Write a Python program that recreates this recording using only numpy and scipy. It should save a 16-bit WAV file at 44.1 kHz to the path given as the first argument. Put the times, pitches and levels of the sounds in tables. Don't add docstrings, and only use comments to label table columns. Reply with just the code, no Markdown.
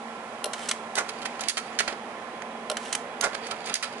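import sys
import numpy as np
from scipy import signal
from scipy.fft import rfft, irfft
from scipy.io import wavfile
from scipy.ndimage import uniform_filter1d

SR = 44100
rng = np.random.default_rng(int(sys.argv[2]) if len(sys.argv) > 2 else 0)


def to_wav(s):
    ch = np.atleast_2d(s).T
    pcm = np.round(np.clip(ch, -1, 1) * 32767)
    wavfile.write(sys.argv[1], SR, pcm.astype(np.int16))


N = 176400
TIME = np.arange(N) / SR
BAND_EDGES_HZ = np.geomspace(22, 12500, 29)
BAND_HZ = np.sqrt(BAND_EDGES_HZ[1:] * BAND_EDGES_HZ[:-1])

# start in seconds, level in dB, rise in seconds, t60 at 3 kHz in seconds,
# brightness in dB per octave.
MIRROR_CLICKS = [(0.4407, -19, 0.0027, 0.015, 0.5), (0.456, -28, 0.0017, 0.037, 2),
                 (2.6982, -19.5, .002, 0.022, -2.5), (2.713, -24.5, 0.0025, 0.031, -2.5)]
LATCH_CLICKS = [(.532, -24.5, 0.003, 0.043, -1.5), (0.686, -21, 0.0036, 0.058, 2.5),
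                (0.7109, -17, 0.0027, 0.03, 0), (2.7687, -21.5, 0.0019, 0.028, -2.8),
                (2.9253, -21, .003, 0.051, 2), (2.949, -18, 0.0029, 0.025, 1)]
DRIVE_CLUNKS = [(0.962, -25.5, 0.0069, 0.17, 0.5), (0.974, -21.5, 0.0075, 0.0094, -3.5),
                (0.979, -17.5, 0.0062, 0.069, 2.5), (1.0, -33, 0.0099, 0.036, -3),
                (3.22, -24, 0.0072, 0.15, -1), (3.233, -18.5, 0.0093, 0.096, 2),
                (3.258, -40, 0.0081, .08, -7.5)]
CATCH_SNAPS = [(.953, -19.5, 0.0024, 0.024, 3.5), (1.407, -25, 0.0018, 0.047, 7),
               (1.435, -30, 0.0018, 0.036, -1), (1.484, -6.5, 0.0024, 0.028, 3.5),
               (1.4927, -13.5, 0.0044, 0.062, 2.5), (1.7876, -12, 0.0034, 0.062, -2),
               (2.42, -30, 0.0018, 0.014, -5.5), (3.209, -17.5, 0.0028, 0.023, 3.5),
               (3.658, -31.5, 0.0013, 0.037, 5), (3.668, -35.5, 0.0037, 0.093, -2),
               (3.74, -6.5, 0.0021, 0.017, 3.5), (3.751, -14, .004, 0.07, -.5)]
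CARRIER_KNOCKS = [(1.088, -24.5, 0.0054, 0.038, 2.5), (1.216, -34.5, 0.0036, 0.068, 2.5),
                  (1.249, -26, 0.011, 0.049, 1.5), (1.392, -30, 0.0032, 0.02, 0),
                  (1.5698, -16.5, 0.0013, 0.036, 1.5), (1.575, -20, 0.0037, 0.084, 4),
                  (1.8, -18.5, 0.0069, 0.026, 0.5), (1.8762, -20.5, 0.0018, 0.066, -0.5),
                  (1.896, -40, 0.0065, .12, 1), (1.924, -32.5, 0.0032, 0.04, -3),
                  (3.33, -32.5, 0.0027, 0.035, -2), (3.343, -26, 0.009, 0.027, 0.5),
                  (3.466, -34.5, 0.0033, 0.078, 3.5), (3.509, -26, 0.0042, 0.035, 3.5),
                  (3.516, -32.5, 0.0032, 0.044, -2), (3.6965, -21.5, 0.00099, 0.023, -0.9),
                  (3.825, -18.5, 0.003, 0.062, 2), (3.833, -24, 0.0024, 0.11, 2.5)]
# start in seconds, level in dB.
MIRROR_THUMPS = [(0.441, -25.5), (.459, -20), (2.7, -22.5), (2.7162, -20)]
# pitch in Hz, relative level in dB, t60 in seconds.
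BODY_MODES = [(243, -24, 0.065), (448, -2, 0.033), (488, -0.5, 0.03), (600, 6.5, 0.034), (765, -7, 0.044)]
# start in seconds, end in seconds, level in dB.
WINDER_RUNS = [(0.556, 0.712, -41), (2.802, 2.918, -40.5)]
GEAR_RUBS = [(1.06, 1.94, -49), (1.405, 1.523, -43.5), (3.324, 4.05, -46.5), (3.433, 3.47, -43.5),
             (3.665, 3.74, -43)]

# frequency in Hz, relative noise density in dB.
MIRROR_COLOUR = [(240, -40), (400, -1), (1400, 3), (2200, -5), (3000, 3.5), (5300, 3.5), (6700, -2.5),
                 (8000, 5), (11000, -1.5)]
LATCH_COLOUR = [(240, -31), (600, -15), (1300, 8), (2700, 3.5), (5200, 1), (8800, 0.5), (11000, -6.5)]
WINDER_COLOUR = [(500, -10), (1500, 15), (3000, 9.5), (5500, 9), (11000, 4.5)]
HOUSING_COLOUR = [(35, -55), (60, -35), (400, 2), (580, 3.5), (760, -3), (1000, 0.5), (1500, 5.5),
                  (2910, -3.5), (6380, -3.5), (11000, -11)]
CATCH_COLOUR = [(260, -59), (500, -17), (1070, -38), (1190, -5), (1710, 9), (2630, 3), (3930, 8),
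                (11000, -1)]
CARRIER_COLOUR = [(240, -31), (400, -1), (1000, -1.5), (1390, 0.5), (2640, 1), (3200, -20.5), (3780, 1.5),
                  (6060, -10), (11000, -15)]
GEAR_COLOUR = [(400, -7), (1300, 13), (2500, 15), (5000, 5.5), (11000, -8)]
AIR_COLOUR = [(25, -38), (173, -14), (229, -2.5), (303, -14), (433, -2), (573, -9), (635, 12), (685, -2),
              (759, -1), (954, -6), (1080, 0), (1200, -10.5), (1360, -12), (1510, -9), (2640, -13),
              (2930, -18.5), (3410, -21), (4630, -25.5), (6780, -28.5), (11000, -32.5)]
# pitch in Hz, width in Hz, strength in dB.
MIRROR_RINGS = [(1390, 100, 3.6), (2900, 350, 6.3), (4120, 190, 2.4), (5630, 310, 3), (7900, 250, 2),
                (10540, 520, 8.4)]
LATCH_RINGS = [(820, 53, 4.3), (2170, 60, 1.7), (3040, 114, 6.1), (4070, 140, 3.1), (6180, 260, 5.5),
               (7020, 33, 2.9), (7760, 120, 3.1), (8440, 89, 5.7), (10160, 280, 3.3)]
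WINDER_RINGS = [(3060, 300, -2), (8300, 180, -1)]
HOUSING_RINGS = [(760, 200, 5.1), (1095, 39, 5.3), (1412, 35, 8.4), (2023, 71, 0.5), (6400, 87, 4)]
CATCH_RINGS = [(4700, 87, 1), (6400, 130, 1)]
CARRIER_RINGS = [(1334, 31, 8.5), (3140, 69, 8.5)]
GEAR_RINGS = [(4700, 170, 2), (6860, 140, 5), (8320, 180, 1), (9600, 210, 3.5)]

# pitch in Hz, opening level in dB, change in dB per second as the
# microphone moves, width in Hz.
FAN_TONES = [(225.3, -50, -1.5, 4.5), (240.2, -54, -0.5, 2.4), (439.8, -61, 3, 79), (811, -51, -1, 33),
             (1002, -55, 0.65, 4.3), (1040, -50, -0.44, 4.6), (1109, -52.5, -3.5, 2), (1353, -50, -2.5, 31),
             (1762, -60, 1, 31), (3350, -64, 1.5, 41)]
# time in seconds, gain in dB.
AIR_RIDE = [(0, -38.5), (1.4, -37), (2.1, -37.5), (2.6, -38), (3.15, -37), (3.6, -37), (4, -37.5)]
HISS_RIDE = [(0, 1), (1.6, 0.5), (2.3, -1), (3.1, -2), (3.6, -3.5)]

# time in seconds, left minus right in dB.
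CAMERA_PAN = [(.44, -0.5), (.71, -2.5), (2.7, -5), (2.95, -5.5)]
PROJECTOR_PAN = [(.95, -6), (1.6, -8), (3.2, -9), (3.8, -8)]
# frequency in Hz, left minus right in dB.
FAN_PAN = [(100, 1), (350, -2), (620, -2.5), (1120, -6), (2010, -9.5), (3620, -9), (9000, -6)]
# frequency in Hz, left-right correlation (1 is mono).
MECHANISM_FOCUS = [(300, .99), (700, 1), (1300, 0.43), (3000, 0.84), (9000, 0.23)]
FAN_FOCUS = [(60, 0.95), (250, 1), (600, 1), (1200, 0.5), (2600, 0), (6000, 0.14)]


def slide_changer(bands):
    return (hits(bands, DRIVE_CLUNKS, HOUSING_COLOUR, HOUSING_RINGS, PROJECTOR_PAN, rattle_db=3)
            + hits(bands, CATCH_SNAPS, CATCH_COLOUR, CATCH_RINGS, PROJECTOR_PAN)
            + hits(bands, CARRIER_KNOCKS, CARRIER_COLOUR, CARRIER_RINGS, PROJECTOR_PAN)
            + friction(bands, GEAR_RUBS, GEAR_COLOUR, GEAR_RINGS,
                       pan_db=-7.5, ticks_per_s=57, tick_db=13.5, fade_s=0.0093))


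def camera(bands):
    return (hits(bands, MIRROR_CLICKS, MIRROR_COLOUR, MIRROR_RINGS, CAMERA_PAN)
            + hits(bands, LATCH_CLICKS, LATCH_COLOUR, LATCH_RINGS, CAMERA_PAN)
            + mirror_thumps(contact_s=0.0081)
            + friction(bands, WINDER_RUNS, WINDER_COLOUR, WINDER_RINGS,
                       pan_db=-3.5, ticks_per_s=150, tick_db=8.5, fade_s=0.11))


def hits(bands, rows, colour, rings, pan, rattle_db=0, chatter_db=1.8, shadow_hz=704):
    out = np.zeros((2, N))
    flutter_db = chatter_db * drift(rate_hz=700) + rattle_db * np.tanh(drift(rate_hz=460))
    chatter = rms_one(from_db(flutter_db))
    for start, db, rise, t60, tilt in rows:
        onset = int(start * SR)
        span = slice(onset, min(N, onset + SR // 6))
        t = TIME[span] - TIME[onset]
        attack = from_db(db) * np.minimum(t / rise, 1) * chatter[span]
        pan_db = at_time(pan, start)
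        for band, hz, gain in zip(bands, BAND_HZ, band_gains(colour, tilt)):
            band_t60 = t60 * (3000 / hz) ** 0.24
            decay = from_db(-60 * np.maximum(t - rise, 0) / band_t60)
            sides = pan_gains(pan_db * hz / np.hypot(hz, shadow_hz))
            out[:, span] += gain * attack * decay * band[:, span] * sides
    return resonate(out, rings)


def mirror_thumps(contact_s):
    out = np.zeros((2, N))
    t = TIME[:SR // 5]
    ring = sum(from_db(db - 60 * t / t60) * np.sin(2 * np.pi * hz * t) for hz, db, t60 in BODY_MODES)
    thump = ring * np.minimum(t / contact_s, 1)
    for start, db in MIRROR_THUMPS:
        onset = int(start * SR)
        out[:, onset:onset + len(t)] += from_db(db) * thump * pan_gains(at_time(CAMERA_PAN, start) / 2)
    return out


def friction(bands, rows, colour, rings, pan_db, ticks_per_s, tick_db, fade_s, tick_s=0.00098):
    level = sum(from_db(db) * np.clip(np.minimum(TIME - start, end - TIME) / fade_s + .5, 0, 1)
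                for start, end, db in rows)
    ticks = (rng.random(N) < ticks_per_s / SR) * rng.random(N)
    tick_tails = signal.lfilter([1], [1, -np.exp(-1 / (tick_s * SR))], ticks + 1e-18)
    grit = rms_one(np.sqrt(1 + from_db(tick_db) ** 2 * tick_tails))
    rub = np.tensordot(band_gains(colour), bands, 1)
    return resonate(level * grit * rub, rings, shift_db=11.5) * pan_gains(pan_db)


def resonate(x, rings, shift_db=0):
    rung = x
    for hz, width, db in rings:
        wander_db = shift_db * np.tanh(drift(rate_hz=14)) if shift_db else 0
        radius = np.exp(-np.pi * width / SR)
        feed = np.array([1, 0, -1]) * (1 - radius ** 2) / 2
        feedback = [1, -2 * radius * np.cos(2 * np.pi * hz / SR), radius ** 2]
        rung = rung + from_db(db + wander_db) * signal.lfilter(feed, feedback, x + 1e-18)
    return rung * np.std(x) / np.std(rung)


def fan(waver_depth, hiss_hz):
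    air, hum = 0, 0
    hiss_db = at_time(HISS_RIDE, TIME)
    for band, hz, gain in zip(noise_bands(FAN_FOCUS), BAND_HZ, band_gains(AIR_COLOUR)):
        hiss_share = np.exp(-2 * np.log2(hz / hiss_hz) ** 2)
        air += gain * from_db(hiss_share * hiss_db) * band * pan_gains(at_hz(FAN_PAN, hz))
    for hz, db, db_per_s, width in FAN_TONES:
        waver = 1 + waver_depth * np.sqrt(width / 2) * (drift(width / 2) + 1j * drift(width / 2))
        tone = rms_one(np.real(waver * np.exp(2j * np.pi * hz * TIME)))
        hum += from_db(db + db_per_s * TIME) * tone * pan_gains(at_hz(FAN_PAN, hz))
    return air * from_db(at_time(AIR_RIDE, TIME)) + hum


def room(x, t60_s, build_s, wet_db, wall_hz):
    t = TIME[:SR // 2]
    tail = rng.standard_normal((2, len(t))) * (1 - np.exp(-t / build_s)) * from_db(-60 * t / t60_s)
    tail /= np.linalg.norm(tail, axis=1, keepdims=True)
    wet = signal.fftconvolve(x, tail, axes=1)[:, :N]
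    pole = np.exp(-2 * np.pi * wall_hz / SR)
    return from_db(wet_db) * signal.lfilter([1 - pole], [1, -pole], wet)


def noise_bands(focus):
    white, bands = rng.standard_normal((2, 2, N)), []
    for k, hz in enumerate(BAND_HZ):
        bandpass = signal.butter(2, BAND_EDGES_HZ[k:k + 2], "band", fs=SR, output="sos")
        mid, side = signal.sosfilt(bandpass, white[k % 2])
        alike = at_hz(focus, hz)
        bands.append(rms_one(np.sqrt(1 + alike) * mid + np.sqrt(1 - alike) * side * [[1], [-1]]))
    return np.array(bands)


def band_gains(colour, tilt_db=0):
    gains = from_db(at_hz(colour, BAND_HZ) + tilt_db * np.log2(BAND_HZ)) * np.sqrt(BAND_HZ)
    return gains / np.linalg.norm(gains)


def drift(rate_hz):
    hz = np.arange(N // 2 + 1) * SR / N
    return rms_one(irfft(rfft(rng.standard_normal(N)) / (1 + (hz / rate_hz) ** 2), N))


def pan_gains(pan_db):
    gains = from_db([pan_db / 2, -pan_db / 2])
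    return (gains / np.sqrt(np.mean(gains ** 2, axis=0))).reshape(2, -1)


def at_hz(curve, hz):
    points_hz, values = np.transpose(curve)
    return np.interp(np.log(hz), np.log(points_hz), values)


def at_time(curve, seconds):
    return np.interp(seconds, *np.transpose(curve))


def from_db(db):
    return 10 ** (np.asarray(db) / 20)


def rms_one(x):
    return x / np.sqrt(np.mean(x ** 2) + 1e-20)


def scene():
    bands = noise_bands(MECHANISM_FOCUS)
    shots = camera(bands)
    changes = slide_changer(bands)
    left, right = changes + fan(waver_depth=0.36, hiss_hz=7440)
    projector = np.array([np.interp(TIME - 4 / SR, TIME, left), right])
    reverb = room(shots + changes, t60_s=0.27, build_s=0.0025, wet_db=-12.5, wall_hz=11300)
    return shots + projector + reverb


def record(dry, limit_db=-17, release_db_per_s=50, cutoff_hz=11000):
    power = uniform_filter1d(np.mean(dry ** 2, axis=0), size=66)
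    over_db = np.maximum(10 * np.log10(np.maximum(power, 1e-12)) - limit_db, 0)
    release_db = release_db_per_s * TIME
    duck_db = np.maximum.accumulate(over_db + release_db) - release_db
    limited = dry * from_db(-uniform_filter1d(duck_db, size=22))
    return signal.sosfilt(signal.ellip(10, .3, 70, cutoff_hz, fs=SR, output="sos"), limited)


dry = scene()
out = record(dry)
to_wav(out)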